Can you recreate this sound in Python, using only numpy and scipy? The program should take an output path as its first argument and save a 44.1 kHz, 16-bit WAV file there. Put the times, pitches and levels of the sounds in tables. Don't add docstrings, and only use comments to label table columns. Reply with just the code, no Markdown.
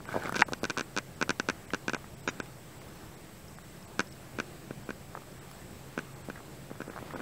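import sys
import numpy as np
from scipy import signal
from scipy.fft import rfft, irfft, next_fast_len
from scipy.io import wavfile
from scipy.ndimage import uniform_filter1d, map_coordinates

SR = 44100
rng = np.random.default_rng(int(sys.argv[2]) if len(sys.argv) > 2 else 0)


def store_wav(level_fs):
    pcm = np.round(np.clip(np.atleast_2d(level_fs), -1, 1) * 32767)
    wavfile.write(sys.argv[1], SR, pcm.T.astype(np.int16))


def rack_gain(trim_db):
    fader = np.asarray(trim_db, float)
    return 10 ** (fader / 20)


N = 318225

# pitch in Hz, level in dB, t60 in seconds, side the wall first moves to (+-1).
HOUSING_MODES = [(224, -1.6, 0.0162, -1), (497, 1.4, 0.0062, 1), (925, -17.5, 0.0193, 1),
                 (1011, -13.5, 0.025, 1), (1286, -6.5, 0.0158, 1), (1517, 0.0, 0.0189, -1),
                 (1648, -5.4, 0.017, 1), (2395, -6.5, 0.0134, 1), (2816, -20.2, 0.0233, -1),
                 (3785, -4.1, 0.0031, -1), (4387, -14.6, 0.0072, -1), (5726, -6.8, 0.0047, 1),
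                 (6242, -14.1, 0.0054, 1), (7225, -9.5, 0.0015, -1)]
# centre in Hz, width in Hz, level in dB.
CHORUS_BANDS = [(7930, 790, -65.5), (5350, 140, -79.5)]


def unit(x):
    return x / np.sqrt(np.mean(x ** 2) + 1e-20)


def curves(rows):
    s, *cols = np.transpose(rows)
    return [np.interp(np.arange(N) / SR, s, c) for c in cols]


def wobble(rate_hz):
    knots = rng.standard_normal(int(N * rate_hz / SR) + 4)
    return map_coordinates(knots, [np.arange(N) * rate_hz / SR])


def filtered(x, response):
    m = next_fast_len(N + 8192)
    return irfft(rfft(x, m) * response(np.fft.rfftfreq(m, 1 / SR) + 1), m)[:N]


def band(centre_hz, width_hz):
    return unit(filtered(rng.standard_normal(N), lambda f: np.exp(-((f - centre_hz) / width_hz) ** 2)))


def rush(spectrum, patchy_db):
    z = signal.stft(rng.standard_normal(N + 512), nperseg=512)[2]
    field = uniform_filter1d(rng.standard_normal(z.shape), size=6, axis=0)
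    field = uniform_filter1d(field, size=12, axis=1)
    x = signal.istft(z * rack_gain(patchy_db * unit(field)), nperseg=512)[1][:N]
    hz, db = np.transpose(spectrum)
    return unit(filtered(x, lambda f: rack_gain(np.interp(np.log(f), np.log(hz), db, left=-120, right=-120))))


def ring(hz, gain, t60_s, late_s=0):
    t = np.maximum(np.arange(SR // 20)[:, None] / SR - late_s, 0)
    return (gain * rack_gain(-60 * t / t60_s) * np.sin(2 * np.pi * hz * t)).sum(axis=1)


def add(track, s, sound):
    part = track[int(s * SR):][:len(sound)]
    part += sound[:len(part)]


def every_slip():
    # start in seconds, strength, sharpness and thud in dB.
    singles = [(0.3438, -7, -4, -4), (0.3564, -8.5, 2, 1), (0.3619, -10, 8, 4), (0.3662, -6.5, 4, -8),
               (0.3932, -4, 3, 1), (0.3993, -7, 3, 3), (0.4077, -7.5, 9, 4), (0.4172, -4, 5, 2),
               (0.534, -6.5, 7, 2.5), (0.7754, -5.5, 3, 0.5), (0.7833, -6, 4.5, 1.5), (0.795, -6, 2, -1),
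               (0.8093, -6, 3, 2), (0.9651, -7, 3.5, 3.5), (0.975, -3, 3.5, -1.5), (0.985, -5, 6.5, -0.5),
               (1.3983, 0, 2, 0), (2.4008, -5.5, -0.5, 2), (4.7084, -19, -9, 14.5), (6.2997, -12, -7, 5),
               (6.8986, -18.5, -23, 9.5), (7.1464, -24.5, -10, 17), (7.1614, -19.5, -10, 9)]
    # start in seconds, strength in dB, sharpness in dB, wait in ms, second slip in dB.
    doubles = [(0.6416, -4, 3, 10.7, -6), (0.6986, -5.5, 4, 6.4, -6), (1.2135, -2, -1.5, 12.2, 0.5),
               (1.2937, 0.2, 2.5, 11.2, 0), (1.4873, 0.5, -1, 11.3, -2), (1.7352, -1, -3.5, 10.2, -3),
               (1.8813, -1.1, -1.5, 14.2, -5), (1.934, -3.5, -4, 12.4, -3.5), (2.2764, -1.2, -0.5, 11, -3),
               (3.9939, 1.5, 1, 10.1, -3.5), (4.387, -6, -7.5, 13.3, -3), (4.8906, -12, -19.5, 14.5, -9),
               (5.9772, -5.5, -12, 12.4, -7.5), (6.804, -15, -23, 13.2, -12.5), (7.202, -15, -10, 8.6, -13)]
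    s, first_db, sharp_db, wait_ms, second_db = np.transpose(doubles)
    sharp_db = np.r_[sharp_db, 0.45 * sharp_db + 2]
    thud_db = 0.44 * np.maximum(-sharp_db, 0)
    start_s = np.r_[s, s + wait_ms * 1e-3]
    return np.r_[singles, np.c_[start_s, np.r_[first_db, second_db], sharp_db, thud_db]]


def slips():
    # frequency in Hz, density in dB per Hz.
    tail_spectrum = [(150, -3), (400, -11), (1500, -2.0), (2500, -4.5), (4000, -28),
                     (5400, -21.5), (6200, -16), (7000, -41), (9000, -23)]
    hz, db, t60_s, side = np.transpose(HOUSING_MODES)
    scale = 0.21 / np.abs(ring(hz, side * rack_gain(db), t60_s)).max()
    reach = np.clip((hz - 2000) / 1500, 0, 1)
    t = np.arange(SR // 20) / SR
    snick = np.sin(2 * np.pi * 6150 * t) * rack_gain(-60 * t / 0.031) * (1 - np.exp(-t / .001))
    top = np.sin(2 * np.pi * 8300 * t) * rack_gain(-60 * t / 0.003)
    top += rack_gain(3) * np.sin(2 * np.pi * 10300 * t) * rack_gain(-60 * t / 0.0015)
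    shell = rack_gain(-60 * t / 0.057) * (1 - np.exp(-t / 0.00043))
    out, blows = np.zeros(N), np.zeros(N)
    for s, strength_db, sharp_db, thud_db in every_slip():
        gain_luck, pitch_luck = rng.standard_normal((2, len(hz)))
        mode_db = db + strength_db + sharp_db * reach + thud_db * (hz < 650) + .5 * gain_luck
        modes = ring(hz * (1 + 0.0024 * pitch_luck), side * rack_gain(mode_db), t60_s, late_s=s % (1 / SR))
        add(out, s, scale * modes)
        add(out, s, rack_gain(strength_db + sharp_db - 46) * snick)
        add(out, s + .0001, rack_gain(strength_db + sharp_db - 38) * top)
        add(blows, s, rack_gain(strength_db) * shell)
    out = signal.sosfilt(signal.butter(2, 11000, fs=SR, output="sos"), out)
    return out + rack_gain(-33.5) * blows * rush(tail_spectrum, patchy_db=-0.5)


def snap():
    # start in seconds, level in dB, dulling in dB per octave.
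    snap_blows = [
        (.4207, -.8, 0),
        (.4290, -15, -10),
    ]
    # pitch in Hz, level in dB, t60 in seconds, side (+-1).
    latch_modes = [(776, -16.4, 0.0319, 1), (920, -9.3, 0.02, -1), (1171, -20.6, 0.0211, -1),
                   (1493, -7.7, 0.0137, 1), (1646, -17.2, 0.0213, 1), (1902, -9.3, 0.0164, -1),
                   (2103, -9.4, 0.0113, -1), (2295, -4.9, 0.0063, 1), (2739, -15.2, 0.0128, -1),
                   (3727, -37, 0.022, 1), (150, -29, 0.025, 1), (3300, -29, 0.006, -1),
                   (4300, -24, 0.005, -1), (5100, -25, 0.005, 1)]
    hz, db, t60_s, side = np.transpose(latch_modes)
    octaves = np.abs(np.log2(hz / 900))
    out = np.zeros(N)
    for s, level_db, tilt_db in snap_blows:
        add(out, s, rack_gain(level_db) * ring(hz, side * rack_gain(db + tilt_db * octaves), t60_s))
    return out


def every_contact():
    # start in seconds, peak in dB, pitch in Hz, thud in dB, crack in dB.
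    knock_rows = [(0.0038, -35, 1050, -20, -20), (0.0899, -28, 1060, -19, -39),
                  (0.1258, -30, 1610, -16, -12), (0.2354, -29, 1160, -4, -5),
                  (0.2501, -28.5, 1550, -1, -11), (0.2568, -25.5, 1580, -3, -2),
                  (0.273, -35, 1120, -13, -13), (0.282, -32.5, 1520, 1, -9),
                  (0.2938, -21.5, 1160, -9, -6.5), (0.3237, -22, 1100, -6.5, -4.5),
                  (0.4835, -32.5, 1000, -13, -1), (0.4868, -31, 801, -4, -13), (0.5222, -28, 830, 0, -3),
                  (0.6328, -28, 720, 6, 1), (2.0429, -35.5, 1220, -6, -31), (6.2861, -41, 787, 13, -22),
                  (6.378, -37, 1210, -9, -9.5), (6.7137, -44, 800, 15.5, -8), (6.8791, -42, 714, 10, -23),
                  (7.026, -43.5, 840, 12.5, -10), (7.1074, -31, 1200, -19, -19),
                  (7.1367, -28, 764, -16, -25), (7.158, -28, 880, -12, -21)]
    # start in seconds, peak in dB, pitch in Hz, crack in dB.
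    tap_rows = [(0.0544, -34.5, 1690, -14), (0.107, -34, 1670, -15), (1.2211, -24, 1310, -35),
                (1.278, -34, 1000, -30), (1.7046, -29.5, 1870, -10.5), (1.9654, -28.5, 1030, -47),
                (2.459, -43.1, 2400, -5), (2.8166, -39, 1530, -6), (3.5858, -33, 1180, -21),
                (5.1512, -24, 1111, -45), (5.1672, -41.6, 1220, -28), (5.1728, -32, 840, -23),
                (5.1752, -29.5, 1080, -22), (5.2197, -41, 1030, -30), (5.235, -42.4, 1440, -28),
                (5.5136, -38.5, 1400, 4.5), (6.2552, -42, 1180, 1), (6.3577, -37, 1230, -9),
                (6.4044, -36, 818, -26), (6.6176, -48, 850, -22), (6.703, -37, 950, -23),
                (6.755, -37.5, 1130, -26), (6.9365, -36.2, 1120, -25), (6.9622, -27.5, 1050, -27),
                (6.9705, -34.2, 1020, -20), (6.977, -26, 1100, -18), (6.988, -29.4, 1065, -26),
                (7.194, -32, 1160, -8)]
    # start in seconds, peak in dB, pitch in Hz, thud in dB.
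    lump_rows = [
        (0.1427, -24, 867, -16),
        (.1520, -25.5, 964, -12),
        (0.1549, -30.5, 604, -2),
        (0.1627, -23, 610, -4.5),
        (0.1737, -27, 674, -7),
    ]
    rows = []
    for s, peak_db, hz, thud_db, crack_db in knock_rows:
        ring_cycles = max(25 + 0.2 * crack_db, 14)
        rows.append((s, peak_db, hz, ring_cycles / hz, thud_db, crack_db))
    rows += [(s, peak_db, hz, 0.0092, -33, crack_db) for s, peak_db, hz, crack_db in tap_rows]
    rows += [(s, peak_db, hz, 0.025, thud_db, -28) for s, peak_db, hz, thud_db in lump_rows]
    return rows


def knocks():
    hz, db, t60_s, side = np.transpose(HOUSING_MODES[:2])
    t = np.arange(SR // 20) / SR
    soft = 1 - np.exp(-(t / 0.00052) ** 2)
    thud = ring(hz, side * rack_gain(db), t60_s)
    thud = soft * thud / np.abs(thud).max()
    surface = signal.butter(2, [2200, 13000], "bandpass", fs=SR, output="sos")
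    out = np.zeros(N)
    for s, peak_db, pitch_hz, life_s, thud_db, crack_db in every_contact():
        pitch_luck, gain_luck = rng.standard_normal((2, 9))
        cluster_hz = pitch_hz * np.exp(np.linspace(-.5, .42, num=9) + 0.051 * pitch_luck)
        cluster_side = np.sign(np.cos(2 * np.pi * cluster_hz * .0006))
        body = -soft * ring(cluster_hz, rack_gain(2 * gain_luck) * cluster_side, life_s)
        crack = signal.sosfilt(surface, rng.standard_normal(len(t))) * rack_gain(-60 * t / 0.0088)
        sound = body / np.abs(body).max() + rack_gain(thud_db + 1.5) * thud + rack_gain(crack_db - 6.0) * crack
        add(out, s, rack_gain(peak_db) * sound)
    return out


def pings():
    # start in seconds, peak in dB, pitch in Hz, t60 in seconds.
    touches = [(0.0903, -40, 1400, 0.022), (.1165, -37, 1550, .03), (.1415, -25, 640, .03),
               (0.1528, -28, 1360, .02), (.1625, -24, 560, .04), (.174, -28, 620, .03),
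               (.1975, -36, 700, .025), (.222, -36, 1590, .04), (.2725, -33, 1300, .025),
               (0.2942, -32, 1350, .025), (.3475, -27, 1400, .025), (.4915, -37, 1100, .015),
               (0.7695, -22, 1270, 0.014), (6.358, -39, 1800, 0.021), (6.367, -44, 1500, .015),
               (6.374, -41, 1500, .015), (6.391, -46, 1450, .03), (7.1415, -38, 1000, .02)]
    out, t = np.zeros(N), np.arange(SR // 20) / SR
    for s, peak_db, hz, t60_s in touches:
        sound = (1 - np.exp(-(t / 0.0007) ** 2)) * ring(hz * np.array([.93, 1.07]), 1, t60_s)
        add(out, s, rack_gain(peak_db) * sound / np.abs(sound).max())
    return out


def rub():
    # time in seconds, pressure in dB, speed in dB.
    stroke = [(.05, -66, -17), (.092, -47, -12), (.104, -53, -3), (.128, -45.5, -5), (.176, -46, -12),
              (.186, -53, -8), (.2, -44, -12), (.21, -51, -8), (.225, -44.5, -12), (.26, -43, -7.5),
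              (.29, -47, -8), (.315, -58, -8), (.34, -53, -6), (.365, -38, -7.5), (.388, -43, -5),
              (.42, -40, -7), (.44, -58, -20)]
    # middle in seconds, half length in seconds, level in dB.
    heavy_drag = (.158, 0.018, 6)
    pressure_db, speed_db = curves(stroke)
    hz, db, t60_s, side = np.transpose(HOUSING_MODES)
    grains = rng.standard_normal(N) * rack_gain(2.6 * wobble(300) + 1.7 * wobble(92.0))
    mode_db = db - 8.5 * (hz < 650) - 5 * (hz > 2000) - 24 * (hz > 3000)
    body = np.convolve(grains, ring(hz, side * rack_gain(mode_db), t60_s)[:600])[:N]
    fizz = filtered(grains, lambda f: 1 / (1 + (1900 / f) ** 4) / (1 + (f / 4200) ** 2))
    fizz = unit(fizz) * rack_gain(2.5 * wobble(150))
    drag = filtered(grains, lambda f: 1 / (1 + (350 / f) ** 4) / (1 + (f / 1150) ** 4))
    t = np.arange(N) / SR
    middle_s, half_s, heavy_db = heavy_drag
    light_db = -9.5
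    drag_db = light_db + (heavy_db - light_db) * np.exp(-((t - middle_s) / half_s) ** 4)
    touching = (t > stroke[0][0]) & (t < stroke[-1][0])
    return touching * rack_gain(pressure_db) * (unit(body) + rack_gain(speed_db) * fizz + rack_gain(drag_db) * unit(drag))


def insects():
    # start in seconds, peak in dB.
    ticks = [(2.8853, -54), (2.9751, -54), (3.02, -55), (3.065, -55), (3.4825, -46.5), (3.6885, -54),
             (3.7658, -50), (3.8267, -48), (4.0148, -44), (4.0716, -45), (4.1245, -43.5), (5.32, -52),
             (5.513, -52), (2.46, -52)]
    out = np.zeros(N)
    for centre_hz, width_hz, db in CHORUS_BANDS:
        out += rack_gain(db + 0.69 * wobble(8) + 1.2 * wobble(40)) * band(centre_hz, width_hz)
    t = np.arange(SR // 50) / SR
    tick = np.sin(2 * np.pi * 5250 * t) * (t / 0.0011) * np.exp(1 - t / 0.001)
    for s, db in ticks:
        add(out, s, rack_gain(db) * tick)
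    return out


def engine():
    # pitch in Hz, drift in Hz.
    drone_pitch = (134, 2.36)
    # peak time in seconds, peak in dB, fade in dB per second.
    swells = [
        (.34, -55, 32),
        (1.02, -54, 24),
        (1.91, -54, 8),
        (3.28, -64, 15),
        (4.26, -54, 13),
        (5.06, -55, 11),
        (5.91, -52, 6.5),
    ]
    # middle in seconds, half length in seconds, pitch in Hz, level in dB.
    passing_note = (4.58, 0.12, 325, -57)
    t = np.arange(N) / SR
    hz, drift_hz = drone_pitch
    drone = unit(np.sin(2 * np.pi * np.cumsum(hz + drift_hz * wobble(9)) / SR))
    rise_db_per_s = 30
    swell_db = [db - np.where(t < peak_s, rise_db_per_s * (peak_s - t), fade * (t - peak_s))
                for peak_s, db, fade in swells]
    level_db = np.max(swell_db, axis=0)
    middle_s, half_s, note_hz, note_db = passing_note
    note = np.exp(-((t - middle_s) / half_s) ** 4) * band(note_hz, 50)
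    return rack_gain(level_db + 1.4 * wobble(7)) * drone + rack_gain(note_db) * note


def wood():
    # time in seconds, level in dB.
    road_level = [(0, -48.5), (.62, -50), (.78, -53), (1.04, -50), (1.69, -51), (2.1, -51.5), (2.71, -51),
                  (3.1, -50.5), (3.74, -52), (4.96, -50), (5.5, -51.5), (6.35, -51.5), (7.11, -48.5),
                  (7.22, -43)]
    breeze_level = [(0, -57), (.12, -49), (.28, -43.5), (.34, -59.5), (.62, -51.5), (1.04, -56),
                    (1.37, -53.5), (1.75, -54.5), (2.66, -54.5), (2.95, -52), (3.35, -55.5), (3.86, -55.5),
                    (4.52, -51.5), (4.96, -55), (5.65, -52), (6.5, -54.5), (6.85, -53.5), (7.22, -47)]
    # frequency in Hz, density in dB per Hz.
    traffic_spectrum = [(12, -60), (20, -9.5), (48, -5.5), (117, 0.5), (156, 0), (201, -1), (309, -13),
                        (468, -15), (505, -9.5), (700, -13.5), (910, -63), (1540, -120)]
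    leaves_spectrum = [(180, -41), (300, 2), (469, -2.5), (510, -9), (835, -4.5), (974, -8), (1130, -7),
                       (5000, -24), (6500, -55), (11000, -120)]
    hiss_spectrum = [(1500, 5), (3000, 0.5), (6000, 0), (10000, -3), (14500, -2.5), (15750, -2.5)]
    (traffic_db,), (leaves_db,) = curves(road_level), curves(breeze_level)
    hiss_db = -65.5 + 0.23 * (leaves_db - leaves_db.mean())
    traffic = rack_gain(traffic_db) * rush(traffic_spectrum, patchy_db=1.14)
    leaves = rack_gain(leaves_db + 0.7 * wobble(6.3)) * rush(leaves_spectrum, patchy_db=1.5)
    return traffic + leaves + rack_gain(hiss_db + 6.5) * rush(hiss_spectrum, patchy_db=1.0)


def scene():
    housing = slips() + snap() + knocks() + pings() + rub()
    low_cut = signal.butter(2, 70, "highpass", fs=SR, output="sos")
    return (signal.sosfilt(low_cut, housing) + insects() + engine() + wood())[None]


def dropouts(x):
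    # middle in seconds, depth in dB, lowest frequency dropped in Hz.
    drops = [(.0678, -25, 3200), (.26, -12, 5000), (.449, -38, 3000), (.606, -30, 3200), (1.156, -7, 4000),
             (1.668, -24, 3000), (1.963, -32, 3900), (2.1585, -24, 3500), (2.2225, -13, 2800),
             (2.284, -33, 7500), (2.415, -32, 3700), (2.7985, -8, 3300), (3.161, -10, 3000),
             (3.5665, -24, 2800), (3.6305, -12, 2500), (3.865, -25, 2300), (4.099, -12, 2500),
             (4.8465, -7, 3300), (5.4012, -22, 2500), (6.148, -10, 3300), (6.233, -21, 2100),
             (6.8945, -10, 2800), (7.148, -33, 2800)]
    # middle in seconds, half length in seconds, level in dB.
    smear_spot = (2.289, 0.013, -40.5)
    # centre in Hz, width in Hz, level in dB.
    smear_bands = [(1520, 220, -6), (2270, 330, -1.5), (3070, 40, -14), (3720, 150, -6), (4890, 40, -14),
                   (5780, 170, -8), (6590, 250, -8.5), (7160, 50, -15)]
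    # from Hz, to Hz.
    empty_bands = [(3200, 3500), (4050, 4750), (5050, 5500), (6050, 6250), (7300, 8400)]
    smear_s, half_s, smear_db = smear_spot
    gate = np.exp(-((np.arange(N) / SR - smear_s) / half_s) ** 6)
    smear = sum(rack_gain(db) * band(centre_hz, width_hz) for centre_hz, width_hz, db in smear_bands)
    hz, t, z = signal.stft(x + rack_gain(smear_db) * gate * smear, SR, nperseg=256, noverlap=224)
    chorus = sum(np.abs(hz - centre_hz) < .45 * width_hz for centre_hz, width_hz, _ in CHORUS_BANDS) > 0
    odds = np.where(hz < 7000, .15, .04)
    for s, depth_db, lowest_hz in drops:
        luck = rng.random(100)[(hz // 350).astype(int)]
        lucky = luck < odds * (depth_db > -35) + rack_gain(2 * depth_db)
        spared = chorus * (lowest_hz < 7000) | lucky
        away_s = np.abs(t - s) + min(depth_db + 25, 0) / 2200
        left = np.clip(away_s / .014, 0, 1) ** 1.1
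        z[(hz > lowest_hz) & ~spared] *= np.maximum(left, rack_gain(min(depth_db, -24)))
        z[(hz > lowest_hz) & spared] *= 1.5 - .5 * left
    for low_hz, high_hz in empty_bands:
        z[(hz > low_hz) & (hz < high_hz)] *= 1 - .95 * np.exp(-((t - smear_s) / half_s) ** 6)
    return signal.istft(z, SR, nperseg=256, noverlap=224)[1][:N]


def low_pass(x):
    return signal.sosfilt(signal.butter(12, 16610, fs=SR, output="sos"), x)


def record(dry):
    x = filtered(dropouts(dry[0]), lambda f: f < 16600)
    dc_offset = .001
    return low_pass(x[None] + dc_offset)


dry = scene()
out = record(dry)
store_wav(out)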